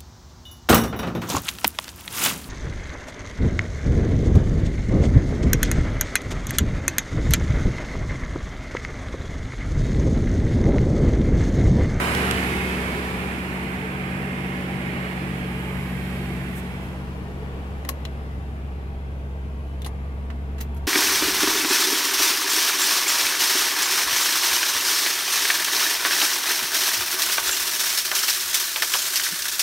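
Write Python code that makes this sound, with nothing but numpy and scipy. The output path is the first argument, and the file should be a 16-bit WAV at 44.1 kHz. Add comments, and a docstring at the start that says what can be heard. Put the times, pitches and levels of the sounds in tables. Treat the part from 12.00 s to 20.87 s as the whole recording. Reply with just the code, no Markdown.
"""V8 fast idle, from engine bay to driver's seat

The listener leaves the open bay, passes along the wing and gets in at the driver's door.
Outside, the belt fan drones and the engine whirs and hisses; the cabin muffles both.
The firing note booms at the bay and in the cabin. Two ticks sound at the bay,
clothes brush on the way in, then a hand works the dashboard switches."""
import sys
import numpy as np
from scipy import signal
from scipy.fft import rfft, irfft
from scipy.io import wavfile
from scipy.ndimage import uniform_filter1d

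SR = 44100
rng = np.random.default_rng(int(sys.argv[2]) if len(sys.argv) > 2 else 0)


def dump(signal):
    """Clip the signal to [-1, 1] and save it as 16-bit WAV at the path in sys.argv[1]."""
    limited = np.clip(np.atleast_2d(signal).T, -1, 1)
    pcm = np.round(limited * 32767).astype(np.int16)
    wavfile.write(sys.argv[1], SR, pcm)


N = 391166
TIME = np.arange(N) / SR

# listener's moves: start_s, end_s
LEAVE_BAY_S, REACH_DOOR_S = (0.18, 2), (2.92, 4.43)
DUCK_IN_S, SETTLE_S = (4.51, 5.18), (5.48, 7)


def amp(db):
    """Decibels to gain."""
    return 10 ** (np.asarray(db) / 20)


def unit_rms(x):
    """Scale to rms 1."""
    return x / np.sqrt(np.mean(x ** 2) + 1e-20)


def at_times(rows, t):
    """Table columns interpolated over time."""
    times_s, *columns = np.transpose(rows)
    return [np.interp(t, times_s, column) for column in columns]


def at_freqs(rows, hz):
    """Table columns interpolated over log frequency."""
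    points_hz, *columns = np.transpose(rows)
    return [np.interp(np.log(hz + 1), np.log(points_hz), column) for column in columns]


def progress(span_s, t):
    """Linear 0-1 ramp across a span."""
    start_s, end_s = span_s
    return np.clip((t - start_s) / (end_s - start_s), 0, 1)


def peak(hz, centre_hz, width_hz):
    """Resonance curve of height 1."""
    return 1 / (1 + (2 * (hz - centre_hz) / width_hz) ** 2)


def drift(rate_hz):
    """Smooth random wander, rms 1."""
    size, grid_hz = 2048, 200
    hz = np.fft.rfftfreq(size, 1 / grid_hz)
    wander = irfft(rfft(rng.standard_normal(size)) / (1 + (hz / rate_hz) ** 4))
    return unit_rms(np.interp(TIME * grid_hz, np.arange(size), wander))


def add(mix, start_s, sound):
    """Mix in a stereo sound."""
    part = mix[:, round(start_s * SR):][:, :sound.shape[1]]
    part += sound[:, :part.shape[1]]


def clothes(grain=0.2, high_hz=13500):
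    """Sliding fabric: grainy swishes of high noise."""
    # centre_s, half_length_s, level_db, low_hz
    brushes = [(3.95, 0.6, -57, 10200), (4.575, 0.035, -48, 7000), (4.85, 0.05, -58, 6000)]
    fibres = rng.standard_normal((2, N)) * np.exp(grain * drift(60))
    out = 0
    for centre_s, half_length_s, level_db, low_hz in brushes:
        bandpass = signal.butter(2, [low_hz, high_hz], "band", fs=SR, output="sos")
        swell = np.exp(-((TIME - centre_s) / half_length_s) ** 2)
        out += amp(level_db) * swell * unit_rms(signal.sosfilt(bandpass, fibres))
    return out


def trim_knocks():
    """Trim and switch housings: one heavily damped mode per knock."""
    # start_s, level_db, pitch_hz, decay_s
    knocks = [(5.851, -38, 1900, .004), (5.891, -24.5, 1096, 0.0063), (6.052, -40.5, 2980, .005),
              (6.38, -24, 191, 0.0053), (7.864, -33.5, 840, 0.0048), (8.303, -52, 1990, .007)]
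    out, t = np.zeros((2, N)), np.arange(SR // 10) / SR
    for start_s, level_db, pitch_hz, decay_s in knocks:
        knock = amp(level_db) * np.sin(2 * np.pi * pitch_hz * t) * np.exp(-t / decay_s)
        add(out, start_s, np.tile(knock, (2, 1)))
    return out


def ticks_and_switches(tail_db=-12, cabin_t60_s=0.1, body_db=-4, top_hz=15200):
    """Coloured noise snaps; in the cabin they ring the dashboard plastic and leave a brief tail."""
    # two bay ticks, then switches: start_s, level_db, rise_s, decay_s, low_hz, tilt_db_per_oct,
    # bright_hz, bright_width_oct, lift_db, left_minus_right_db
    snaps = [(0.15, -58.5, 0.00025, 0.0013, 1500, -5.5, 3000, .33, 7, -7),
             (0.3114, -58, 0.0003, 0.0016, 1200, -5, 8800, 0.18, 10, -7),
             (5.849, -76.5, .001, 0.0027, 700, -5, 1900, .15, 10, 4),
             (5.8893, -62.5, .0004, 0.0049, 700, -0.5, 11800, .15, 5, 5),
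             (5.8931, -70, 0.0003, 0.0025, 500, -4, 900, 0.43, 5, 0),
             (6.0517, -73.5, .0005, 0.0031, 1700, -5.5, 3600, 0.49, 11, 6),
             (7.8185, -82, .0005, 0.0049, 1200, -1, 3410, 0.26, 13, 3),
             (7.846, -79.5, 0.00073, 0.0093, 1800, -1, 3280, 0.43, 13, 3),
             (7.8615, -73.5, .001, 0.0097, 430, -4, 10000, 0.16, 9, 1),
             (8.3015, -84.5, 0.0011, 0.009, 1200, -9, 2300, 0.56, 5.5, -4),
             (8.5813, -84, .002, 0.023, 1500, -5.5, 14500, .15, 9, 0),
             (8.6035, -77, .002, .006, 1400, -2, 1800, .2, 8, 1),
             (8.608, -72.5, 0.0024, 0.011, 1400, -2, 14600, .08, 17, 0),
             (8.743, -95, 0.0049, .007, 6000, 1, 12000, .35, 5, -3),
             (8.763, -91, 0.0063, 0.011, 2500, 1, 11600, .08, 7, -3)]
    # centre_hz, width_hz, gain_db
    plastic_modes = [(810, 140, -1), (1050, 87, 2.5), (1910, 380, -5), (2800, 260, -7), (4060, 200, -2),
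                     (5670, 140, -12), (6470, 230, -2.5), (11400, 640, -3)]
    out, t = np.zeros((2, N)), np.arange(8192) / SR
    hz = np.fft.rfftfreq(len(t), 1 / SR) + 1
    pad = 128  # samples of room for filter pre-ring
    ring = amp(body_db) + sum(amp(db) / (1 + 2j * (hz - f) / width) for f, width, db in plastic_modes)
    for start_s, level_db, rise_s, decay_s, low_hz, tilt, bright_hz, width_oct, lift_db, side_db in snaps:
        inside = start_s > DUCK_IN_S[0]
        tail = inside * amp(tail_db - 60 * t / cabin_t60_s)
        fall = np.exp(-np.maximum(t - rise_s, 0) / decay_s) + tail
        burst = rng.standard_normal((2, len(t))) * np.minimum(t / rise_s, 1) * fall
        slope_db = tilt * np.log2(np.maximum(hz, low_hz) / 4000)
        bright_db = lift_db * np.exp(-(np.log2(hz / bright_hz) / width_oct) ** 2)
        edge_loss = np.sqrt((1 + (low_hz / hz) ** 4) * (1 + (hz / top_hz) ** 10))
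        colour = amp(level_db + slope_db + bright_db) * (ring if inside else 1) / edge_loss
        snap = np.sqrt(SR / 2) * irfft(rfft(np.roll(burst, pad, axis=1)) * colour)
        add(out, start_s - pad / SR, snap * amp([[side_db / 2], [-side_db / 2]]))
    return out


def crank_cycles(unsteadiness=0.0015):
    """Running count of four-stroke cycles (two turns, eight firings each); the idle hunts slowly."""
    # time_s, speed_rpm
    idle_speed = [(0.1, 1033), (1, 1014), (1.3, 1021), (2, 1019), (2.35, 1027), (2.75, 1010), (3.05, 1011),
                  (3.5, 1005), (3.95, 1013), (4.65, 1008), (4.95, 1016), (5.35, 1017), (5.95, 1033),
                  (6.3, 1017), (6.7, 1010), (7.3, 1019), (7.8, 1015), (8.25, 1028), (8.7, 1033)]
    rpm, = at_times(idle_speed, TIME)
    return np.cumsum(rpm / 120 * (1 + unsteadiness * drift(6))) / SR


def churn(cycles, repeat_share=0.12, firing_depth=0.033, turn_depth=0.012, lope_depth=0.012):
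    """Two independent noises pulsing with firings, turns and cycles; a share repeats every cycle."""
    size = 5200
    pattern = rng.standard_normal((2, size))[:, (cycles * size).astype(int) % size]
    noise = np.sqrt(repeat_share) * pattern + np.sqrt(1 - repeat_share) * rng.standard_normal((2, N))
    phase = 2 * np.pi * cycles
    pulsing = (1 + firing_depth * np.cos(8 * phase) + turn_depth * np.cos(2 * phase + 1)
               + lope_depth * np.cos(phase))
    return unit_rms(noise * pulsing)


def rush_colour(hz, t, bay_trim_db=-0.54, wing_trim_db=-0.2, cabin_trim_db=-0.88):
    """Level and left-right balance of the rush along the walk, in dB over frequency and time."""
    # per place: freq_hz, density_db, left_minus_right_db
    bay = [(30, -76, 4), (103, -52, 2.5), (238.6, -52.5, -0.5), (429, -57, -1), (594, -61.5, 0),
           (1030, -58.5, 0), (1250, -60.5, -6), (2000, -59.5, -10.5), (2480, -60, -6.5), (3650, -70.5, 0),
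           (6070, -78.5, 1), (8650, -76, -0.5), (12000, -78, 5), (15500, -92, 10)]
    wing = [(30, -89, -1), (103, -64, 9.5), (205, -62, 6), (300, -60.5, -3), (432, -64, -0.5),
            (520, -67, -1.5), (770, -68, -1.5), (1190, -71, -3), (2250, -68, -9.5), (2920, -73.5, -3.5),
            (4010, -84.5, 0.5), (6200, -93, 0), (8000, -91, -6.5), (11900, -90.5, 1), (15500, -101, 4)]
    cabin = [(30, -70, 0), (55, -68, -1), (100, -62.5, 3.5), (190, -70, 11), (258, -70, 7.5),
             (448, -73, -1.5), (560, -76.5, -8), (630, -75, -2), (980, -81, 3.5), (1400, -83.5, 1),
             (2430, -85.5, 2.5), (4140, -96.5, 0.5), (5560, -102, -3), (8600, -106, -3), (11600, -105, 1),
             (15500, -112, 3)]
    # on reaching the door, then in the doorway: freq_hz, gain_db
    at_door = [(150, 1), (340, -4.5), (500, -5), (750, -4), (1900, -4.5), (2500, -4), (6000, -0.5),
               (13500, -1)]
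    in_doorway = [(100, 2.5), (300, 3), (1000, 4.5), (2200, 4.5), (8000, 4.5)]
    # engine, panels and cabin: centre_hz, width_hz, outside_db, cabin_db
    resonances = [(306, 16, 0, 3), (433, 47, 4, 6.5), (665, 33, 2, 6), (800, 24, 5, 6.5), (926, 33, 1, 6),
                  (1130, 110, 2.5, 5), (1600, 340, 1.5, 2.5), (2240, 170, 1.5, 0), (3200, 190, 0.5, 1),
                  (10600, 400, 1.5, 3)]
    # heard only from certain spots: centre_s, half_length_s, centre_hz, width_hz, lift_db
    hisses = [(0.88, 0.34, 4600, 1100, 1.5), (3.1, 0.27, 4200, 1800, 1.5), (4, 0.35, 11400, 600, 3),
              (4.192, 0.21, 4000, 2000, 2), (4.8, 0.17, 2700, 1600, 2.5)]
    away = 1 - (1 - progress(LEAVE_BAY_S, t)) ** 1.52  # drops fastest on the first steps
    inside = progress(DUCK_IN_S, t)
    places = [(bay, bay_trim_db, 1 - away), (wing, wing_trim_db, away - inside),
              (cabin, cabin_trim_db, inside)]
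    level_db, balance_db = 0, 0
    for spectrum, trim_db, weight in places:
        density_db, side_db = at_freqs(spectrum, hz)
        level_db += np.outer(density_db + trim_db, weight)
        balance_db += np.outer(side_db, weight)
    level_db += np.outer(at_freqs(at_door, hz)[0], progress(REACH_DOOR_S, t) - inside)
    level_db += np.outer(at_freqs(in_doorway, hz)[0], inside - progress(SETTLE_S, t))
    for centre_hz, width_hz, outside_db, cabin_db in resonances:
        level_db += np.outer(peak(hz, centre_hz, width_hz), outside_db + inside * (cabin_db - outside_db))
    for centre_s, half_length_s, centre_hz, width_hz, lift_db in hisses:
        passing = np.exp(-((t - centre_s) / half_length_s) ** 2)
        level_db += lift_db * np.outer(peak(hz, centre_hz, width_hz), passing)
    return level_db, balance_db


def stereo_coherence(hz, t, spacing_m=0.15, spread_hz=480):
    """Direct sound reaches the left side first; diffuse sound is alike only in the bass."""
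    # freq_hz, direct_share
    direct_shares = [(200, 0), (600, 0.38), (1100, 0.47), (2200, 0.26), (6000, 0)]
    # listener turning: time_s, left_lead_s
    heading = [(3.2, 0.00029), (3.9, 0.00013), (6.3, 0.00032), (7.2, 0.00029)]
    share = at_freqs(direct_shares, hz)[0][:, None]
    diffuse = np.sinc(2 * hz * spacing_m / 343)[:, None]
    # rumble spreads from the whole body, so it has little lead
    lead_s = np.outer(hz ** 2 / (hz ** 2 + spread_hz ** 2), at_times(heading, t)[0])
    return share * np.exp(-2j * np.pi * hz[:, None] * lead_s) + (1 - share) * diffuse


def engine_rush(cycles, patch_db=1.86, long_wave_hz=300):
    """Noise of block, belts and fan air, coloured by the listener's position."""
    hz, t, (left, independent) = signal.stft(churn(cycles), SR, nperseg=2048, noverlap=1536)
    level_db, balance_db = rush_colour(hz, t)
    # shifting reflections swell and fade narrow bands; long waves stay even
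    patches = uniform_filter1d(rng.standard_normal(left.shape), size=3, axis=0)
    patches = unit_rms(uniform_filter1d(patches, size=30, axis=1))
    level_db += patch_db * patches * (hz ** 2 / (hz ** 2 + long_wave_hz ** 2))[:, None]
    coherence = stereo_coherence(hz, t)
    right = coherence * left + np.sqrt(np.maximum(1 - abs(coherence) ** 2, 0)) * independent
    spectra = np.array([left * amp(level_db + balance_db / 2), right * amp(level_db - balance_db / 2)])
    return np.sqrt(SR / 2) * signal.istft(spectra, SR, nperseg=2048, noverlap=1536)[1][:, :N]


def hum_level_db(bay_db, corner_db, wing_db, cabin_db, swell_s=(1.2, 2.1), fade_s=(4.23, 5.9)):
    """A hum drops on leaving the bay, swells along the wing and fades in the cabin."""
    return (bay_db + (corner_db - bay_db) * progress(LEAVE_BAY_S, TIME)
            + (wing_db - corner_db) * progress(swell_s, TIME)
            + (cabin_db - wing_db) * progress(fade_s, TIME))


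def order_tone(cycles, order, level_db, waver, lag_rad=0):
    """Tone at a multiple of the cycle rate, wavering in level and phase."""
    phase = 2 * np.pi * (order * cycles + rng.random()) - lag_rad
    tone = (1 + waver * drift(2.9)) * np.cos(phase) + waver * drift(5.2) * np.sin(phase)
    return np.sqrt(2) * amp(level_db) * tone


def engine_hum(cycles, fan_order=21.8, limp_rad=0.33):
    """Firing note, its octave and the fan's blade note; weaker orders make the idle lope."""
    # time_s, level_db
    firing_levels = [(0.15, -30.5), (1.96, -40), (2.79, -40), (4.15, -34), (4.75, -37), (5.25, -35),
                     (5.86, -32.5), (8.7, -29.5)]
    # unequal cylinders and valve gear: cycle_order, bay_db, wing_db, cabin_db
    cylinder_orders = [(2, -75, -72, -54), (3, -71, -73, -64), (5, -58, -59, -60), (9, -50, -50, -60),
                       (11, -50, -45, -48.5), (12, -65, -62, -57.5), (13, -57, -64, -56),
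                       (17, -47, -46.5, -53.5), (19, -70, -50.5, -55.5), (27, -51.5, -55.5, -54.5),
                       (28, -67, -48.5, -57), (29, -44.5, -45, -58), (34, -66, -60.5, -60.5),
                       (42, -66, -54, -72), (44, -54, -64, -76)]
    # belt-driven parts and the fan's octave: cycle_order, bay_db, wing_db, cabin_db
    belt_orders = [(9.7, -48, -50, -55), (26.68, -47, -48, -53), (38.8, -58, -52, -64),
                   (43.6, -39, -60, -66), (49.9, -51, -54, -68)]
    firing_db, = at_times(firing_levels, TIME)
    octave_db = hum_level_db(bay_db=-44, corner_db=-45, wing_db=-36, cabin_db=-43.5)
    fan_db = hum_level_db(bay_db=-31.5, corner_db=-38.5, wing_db=-32.5, cabin_db=-46.5)
    lag_rad = limp_rad * np.sin(2 * np.pi * cycles)  # firings run early, then late, in each cycle
    out = order_tone(cycles, 8, firing_db, waver=0.027, lag_rad=lag_rad)
    out += order_tone(cycles, 16, octave_db, waver=0.1)
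    out += order_tone(cycles, fan_order, fan_db, waver=0.024)
    away, inside = progress(LEAVE_BAY_S, TIME), progress(DUCK_IN_S, TIME)
    for order, bay_db, wing_db, cabin_db in cylinder_orders + belt_orders:
        level_db = bay_db + away * (wing_db - bay_db) + inside * (cabin_db - wing_db)
        out += order_tone(cycles, order, level_db, waver=0.22)
    return out


def scene():
    """The engine, plus the small sounds of getting in."""
    cycles = crank_cycles()
    return engine_hum(cycles) + engine_rush(cycles) + ticks_and_switches() + clothes() + trim_knocks()


def record(dry):
    """Steep low-pass band limit."""
    cutoff_hz = 15850
    lowpass = signal.firwin(511, cutoff_hz, window=("kaiser", 9), fs=SR)
    return signal.oaconvolve(dry, lowpass[None], "same")


dry = scene()
out = record(dry)
dump(out)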